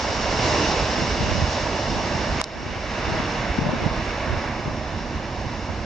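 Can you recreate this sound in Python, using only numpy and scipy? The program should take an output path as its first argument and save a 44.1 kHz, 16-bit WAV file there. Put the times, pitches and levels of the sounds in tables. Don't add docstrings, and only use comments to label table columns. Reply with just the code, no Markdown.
import sys
import numpy as np
from scipy import signal
from scipy.fft import rfft, irfft
from scipy.io import wavfile
from scipy.ndimage import uniform_filter1d, minimum_filter1d

SR = 44100
rng = np.random.default_rng(int(sys.argv[2]) if len(sys.argv) > 2 else 0)


def wrap_up_sound(samples):
    columns = np.atleast_2d(samples).T
    tamed = np.clip(columns, -1, 1)
    steps = np.round(tamed * 32767).astype(np.int16)
    wavfile.write(sys.argv[1], SR, steps)


N = 257972
HOP = 256
FRAME_S = np.arange(N // HOP + 5) * HOP / SR
BIN_HZ = np.fft.rfftfreq(8 * HOP, 1 / SR)


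def gain_of(db):
    return 10 ** (np.asarray(db) / 20)


def evened(x):
    return x / np.sqrt(np.mean(x ** 2) + 1e-20)


def drift(frames):
    return evened(uniform_filter1d(rng.standard_normal(len(FRAME_S)), size=frames))


def read(points, hz):
    f, value = np.transpose(points)
    return np.interp(np.log(hz + 1), np.log(f + 1), value)


def bumps(rows, hz):
    return sum(db / (1 + (2 * (hz - f) / width) ** 2) for f, width, db in rows)


def band(points):
    top_hz = points[-1][0]
    skirt_db = 40 * np.log2(np.maximum(BIN_HZ / top_hz, 1))
    return (read(points, BIN_HZ) - skirt_db)[:, None]


def pan(left_over_right_db):
    return gain_of([[left_over_right_db / 2], [-left_over_right_db / 2]])


def add(mix, s, sound):
    part = mix[:, max(round(s * SR), 0):][:, :sound.shape[1]]
    part += sound[:, :part.shape[1]]


def trains():
    # t/s, level/dB
    rolling_level = [(0.0, -28), (0.17, -28), (0.37, -26.5), (0.46, -24), (0.53, -25), (0.62, -25),
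                     (0.86, -26.5), (1.0, -27.5), (1.15, -28), (2.2, -29), (2.8, -29), (3.1, -27.5),
                     (3.5, -30.5), (3.7, -31.5), (4.0, -31), (4.3, -32), (4.7, -33.5), (5.85, -34.5)]
    cruise_db = -30
    t = np.arange(N) / SR
    swell_db = np.interp(t, *np.transpose(rolling_level)) - cruise_db
    layers = [wheel_roar, rail_singing, contact_hiss, sleeper_boom, car_rumble]
    return sum(layer(t, swell_db) for layer in layers)


def wheel_roar(t, swell_db):
    # f/Hz, level/(dB per Hz)
    roar_colour = [(150, -15), (300, -12.5), (380, -4.5), (440, -6.5), (520, 0.5), (610, -0.5), (700, 0),
                   (800, -2), (950, 0), (1100, -5), (1300, -16), (2000, -34)]
    # f/Hz, width/Hz, height over the roar/dB
    wheel_modes = [(611, 41, 4), (884, 40, 0)]
    # middle t/s, half length/s, lift/dB
    surges = [(0.66, 0.16, 0.5), (3.08, 0.055, 1.3), (3.673, 0.07, 5), (3.9, 0.1, 2.6), (4.365, 0.16, 2.5)]
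    waver = 1 + 0.019 * drift(frames=70)
    flare = 1 + 0.19 * drift(frames=25)
    colour_db = band(roar_colour) + flare * bumps(wheel_modes, BIN_HZ[:, None] / waver)
    surge_db = sum(db * np.exp(-((t - s) / half) ** 2) for s, half, db in surges)
    return rush(colour_db, -30.5 + swell_db + surge_db, patchy_db=0.57, flutter_db=0.27)


def rail_singing(t, swell_db):
    # f/Hz, level/(dB per Hz)
    singing_colour = [(700, -34.5), (1100, -0.5), (1350, -2), (1650, 0), (2000, -2), (2250, -1), (2450, -5),
                      (2750, -3.5), (3050, -9), (3350, -9.5), (4200, -15)]
    start_s, rise_s, end_s, fall_s = 2.2, 0.42, 4.64, 0.17
    lift_db, growth_db_per_s = 2, 0.6
    nearing = np.clip(np.minimum((t - start_s) / rise_s, (end_s - t) / fall_s), 0, 1)
    near_db = nearing * (lift_db + growth_db_per_s * (t - start_s))
    return rush(band(singing_colour), -33.5 + 1.16 * swell_db + near_db, patchy_db=0.46, flutter_db=0.5)


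def contact_hiss(t, swell_db):
    # f/Hz, level/(dB per Hz)
    hiss_colour = [(2000, -30.5), (2800, 3.5), (3400, -2), (3900, -1), (4450, -2.5), (5000, 2.5),
                   (5500, 4.5), (5800, -2.5), (6200, -5.5), (6550, -3.5), (7250, -18), (7900, -16.5),
                   (8400, -39), (9500, -61.5)]
    shade_start_s, shade_s, shade_depth_db = 1.23, 2.35, -5
    shade_db = shade_depth_db * np.clip((t - shade_start_s) / shade_s, 0, 1)
    return rush(band(hiss_colour), -34 + 1.11 * swell_db + shade_db, patchy_db=0.5, flutter_db=0.5)


def sleeper_boom(t, swell_db):
    # f/Hz, level/(dB per Hz)
    boom_colour = [(200, -20.5), (290, -1.5), (380, -5), (460, 2), (560, -16.5), (800, -34.5)]
    return rush(band(boom_colour), -41 + 1.9 * swell_db, patchy_db=1.0, flutter_db=0.8)


def car_rumble(t, swell_db):
    # f/Hz, level/(dB per Hz)
    rumble_colour = [(15, -29.5), (31, -20), (41, -0.5), (54, -0.5), (70, 0), (100, -3.5), (135, -5),
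                     (185, -10), (225, -2), (275, -11.5), (325, -7), (420, -21), (700, -37.5)]
    start_db, build_s = -6, 0.26
    build_db = start_db * np.maximum(1 - t / build_s, 0)
    return rush(band(rumble_colour), -29 + 0.37 * swell_db + build_db, patchy_db=0.33, flutter_db=0.0)


def rush(colour_db, level_db, patchy_db, flutter_db):
    # f/Hz, likeness/1
    likeness = [(50, 0.97), (200, 1), (800, 1), (1200, 0.72), (2000, 0.8), (3700, 0.67), (5500, 0.64),
                (8000, 0.35)]
    # f/Hz, lead/rad
    lead = [(0, 0.042), (1640, 0.23), (2070, 0.14), (3010, 0.32), (3270, 0.035), (3530, 0.039),
            (4050, 0.35), (4910, 0.1), (5430, 0.034), (5940, 0.55), (7580, 0.4)]
    # f/Hz, L-R/dB
    balance = [(60, -6.5), (100, -1), (170, -4.5), (300, -3.5), (510, -3.5), (870, -3.5), (1480, -1.5),
               (2530, -2.5), (4320, 0), (7380, -1.0)]
    a, b, c, d, patches = rng.standard_normal((len(FRAME_S), len(BIN_HZ), 5)).T
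    patches = uniform_filter1d(patches, size=24, axis=0)
    patches = evened(uniform_filter1d(patches, size=14, axis=1))
    flutter = drift(frames=10)
    same = np.clip(read(likeness, BIN_HZ), -1, 1)[:, None]
    near = a + 1j * b
    far = same * near + np.sqrt(1 - same ** 2) * (c + 1j * d)
    lean = gain_of(read(balance, BIN_HZ) / 2)[:, None]
    turn = np.exp(1j * read(lead, BIN_HZ))[:, None]
    spectra = np.array([near * lean * turn, far / lean])
    spectra *= gain_of(colour_db + patchy_db * patches + flutter_db * flutter)
    noise = signal.istft(spectra, nperseg=8 * HOP, noverlap=7 * HOP)[1][:, :N]
    return evened(noise) * gain_of(level_db)


def camera_clicks(crack_s=0.00045, crack_hz=7000, rise_s=0.00032, aside_db=7):
    # t/s, peak/dB, knock f/Hz, crack against ring/dB
    clicks = [(2.4005, -12.5, 2000, -28), (2.4145, 6, 1400, -3), (2.4413, 0, 4500, -10)]
    # f/Hz, level/dB, t60/s
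    case_modes = [(650, -2, 0.0042), (1100, 3, 0.0057), (2180, -6, 0.005), (2900, -11, 0.0054),
                  (3800, -5, 0.005), (4400, -9, 0.004), (5220, -13, 0.016), (5340, -1, 0.005),
                  (6760, -8, 0.0032)]
    port_slip_cycles = 0.07
    out, t = np.zeros((2, N)), np.arange(SR // 20) / SR
    for s, db, knock_hz, crack_db in clicks:
        ring = np.zeros((2, len(t)))
        for hz, mode_db, t60 in case_modes:
            octaves_off = abs(np.log2(hz / knock_hz))
            envelope = gain_of(mode_db - aside_db * octaves_off - 60 * t / t60)
            phase_cycles = rng.random() + port_slip_cycles * rng.standard_normal((2, 1))
            ring += envelope * np.sin(2 * np.pi * (hz * t + phase_cycles))
        ring *= 1 - np.exp(-t / rise_s)
        crack = rng.standard_normal((2, len(t))) * t * np.exp(-t / crack_s)
        edges_hz = [min(knock_hz, crack_hz) / 2, crack_hz]
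        crack = signal.sosfilt(signal.butter(2, edges_hz, "band", fs=SR, output="sos"), crack)
        knock = ring / abs(ring).max() + gain_of(crack_db) * crack / abs(crack).max()
        add(out, s, gain_of(db) * knock / abs(knock).max())
    return out


def wind(skew_rad=0.41, ragged_db=-15, wake=1.94):
    # t/s, level/dB, eddy f/Hz, L-R/dB
    buffets = [(0.449, -20, 85, -3), (0.525, -23, 90, -3), (0.611, -24, 80, -5), (0.742, -22, 165, -1),
               (1.024, -16.5, 197, -2), (1.209, -17, 112, 7), (1.244, -21, 80, -4), (1.317, -22, 80, -16),
               (1.355, -22, 148, -12), (1.384, -21.5, 80, -12), (1.424, -16, 136, -4), (1.439, -15, 78, -7),
               (2.153, -17, 137, -3), (2.329, -20, 105, 1), (2.666, -17, 120, 6), (2.771, -22, 90, 4),
               (3.12, -15.5, 113, 4), (3.138, -21, 70, -4), (3.202, -17, 204, 7), (3.504, -19, 60, -3),
               (3.589, -11.5, 230, 11.5), (3.619, -16.5, 129, 9.5), (3.668, -14.5, 158, 8),
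               (3.693, -15.5, 149, 5), (3.735, -18, 215, 14), (3.864, -15.5, 150, -12),
               (3.916, -23, 85, -9.5), (4.305, -20.5, 75, -6), (4.331, -22, 96, -15), (4.372, -21, 90, -3),
               (4.659, -22.5, 125, 2), (4.68, -17, 163, 5), (4.739, -26, 100, -1), (5.012, -25, 170, -2),
               (5.157, -21.5, 60, -1)]
    eddy_cycles = 0.66
    out, t = np.zeros((2, N)), np.arange(-SR // 10, SR // 10) / SR
    for s, db, hz, pan_db in list(buffets) + puffs():
        turns = hz * t
        phase = 2 * np.pi * rng.random() + skew_rad * rng.standard_normal((2, 1))
        swing = np.cos(2 * np.pi * turns + phase) * np.exp(-(turns / eddy_cycles) ** 2)
        churn = turbulence(hz, count=len(t)) * np.exp(-(turns / (wake * eddy_cycles)) ** 2)
        add(out, s + t[0], gain_of(db) * (swing + gain_of(ragged_db) * churn) * pan(pan_db))
    return out


def puffs(count=30, mid_db=-27, spread_db=4.5, mid_hz=124, pan_db=-6.5):
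    rows = []
    for k, (when, size, pitch) in enumerate(rng.random((count, 3))):
        s = (k + when) * N / SR / count
        db = mid_db + spread_db * (2 * size - 1)
        hz = mid_hz * 2 ** (pitch - 0.5)
        rows.append((s, db, hz, pan_db))
    return rows


def gusts(edge_share=0.79):
    # start t/s, length/s, level/dB, eddy f/Hz, L-R/dB
    gust_rows = [(0.948, 0.11, -33, 150, -5), (1.131, 0.35, -30, 72, -4), (1.86, 0.2, -33.5, 95, 1),
                 (2.47, 0.32, -29.5, 74, 1.5), (3.052, 0.15, -30, 65, 4), (3.559, 0.26, -30, 145, 4),
                 (3.759, 0.17, -30, 115, -3), (4.259, 0.14, -32, 52, -4), (4.62, 0.12, -35.5, 90, 2)]
    out = np.zeros((2, N))
    for s, length_s, db, hz, pan_db in gust_rows:
        count = round(length_s * SR)
        churn = turbulence(hz, count=count) * signal.windows.tukey(count, np.clip(edge_share, 0, 1))
        add(out, s, gain_of(db) * churn * pan(pan_db))
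    return out


def turbulence(hz, count, top_hz=850):
    f = np.fft.rfftfreq(count, 1 / SR)
    colour = (f / hz) ** 2 / (1 + f / hz) ** 3.6 * np.exp(-(f / top_hz) ** 2)
    return evened(irfft(rfft(rng.standard_normal((2, count))) * colour, count))


def scene():
    return trains() + camera_clicks() + wind() + gusts()


def gain_control(x, limit_db=-6, recovery_per_s=0.81, hold_s=0.035):
    allowed = np.minimum(gain_of(limit_db) / (abs(x).max(0) + 1e-9), 1)
    half = round(hold_s * SR / 2)
    held = minimum_filter1d(allowed, size=2 * half + 1, origin=half)
    creep = np.arange(N) / SR * recovery_per_s
    gain = np.minimum.accumulate(held - creep) + creep
    return x * uniform_filter1d(minimum_filter1d(gain, size=25), size=25)


def record(dry, low_cut_hz=30, edge_hz=11500):
    # f/Hz, width/Hz, depth/dB
    notches = [(2457, 30, -10), (3216, 78, -22), (5054, 79, -11.5)]
    notch_db = bumps(notches, np.fft.rfftfreq(N, 1 / SR))
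    notched = irfft(rfft(dry) * gain_of(notch_db), N)
    notched = signal.sosfilt(signal.butter(3, low_cut_hz, "high", fs=SR, output="sos"), notched)
    edge = signal.firwin(511, edge_hz, window=("kaiser", 9), fs=SR)
    return signal.oaconvolve(gain_control(notched), edge[None], "same")


dry = scene()
out = record(dry)
wrap_up_sound(out)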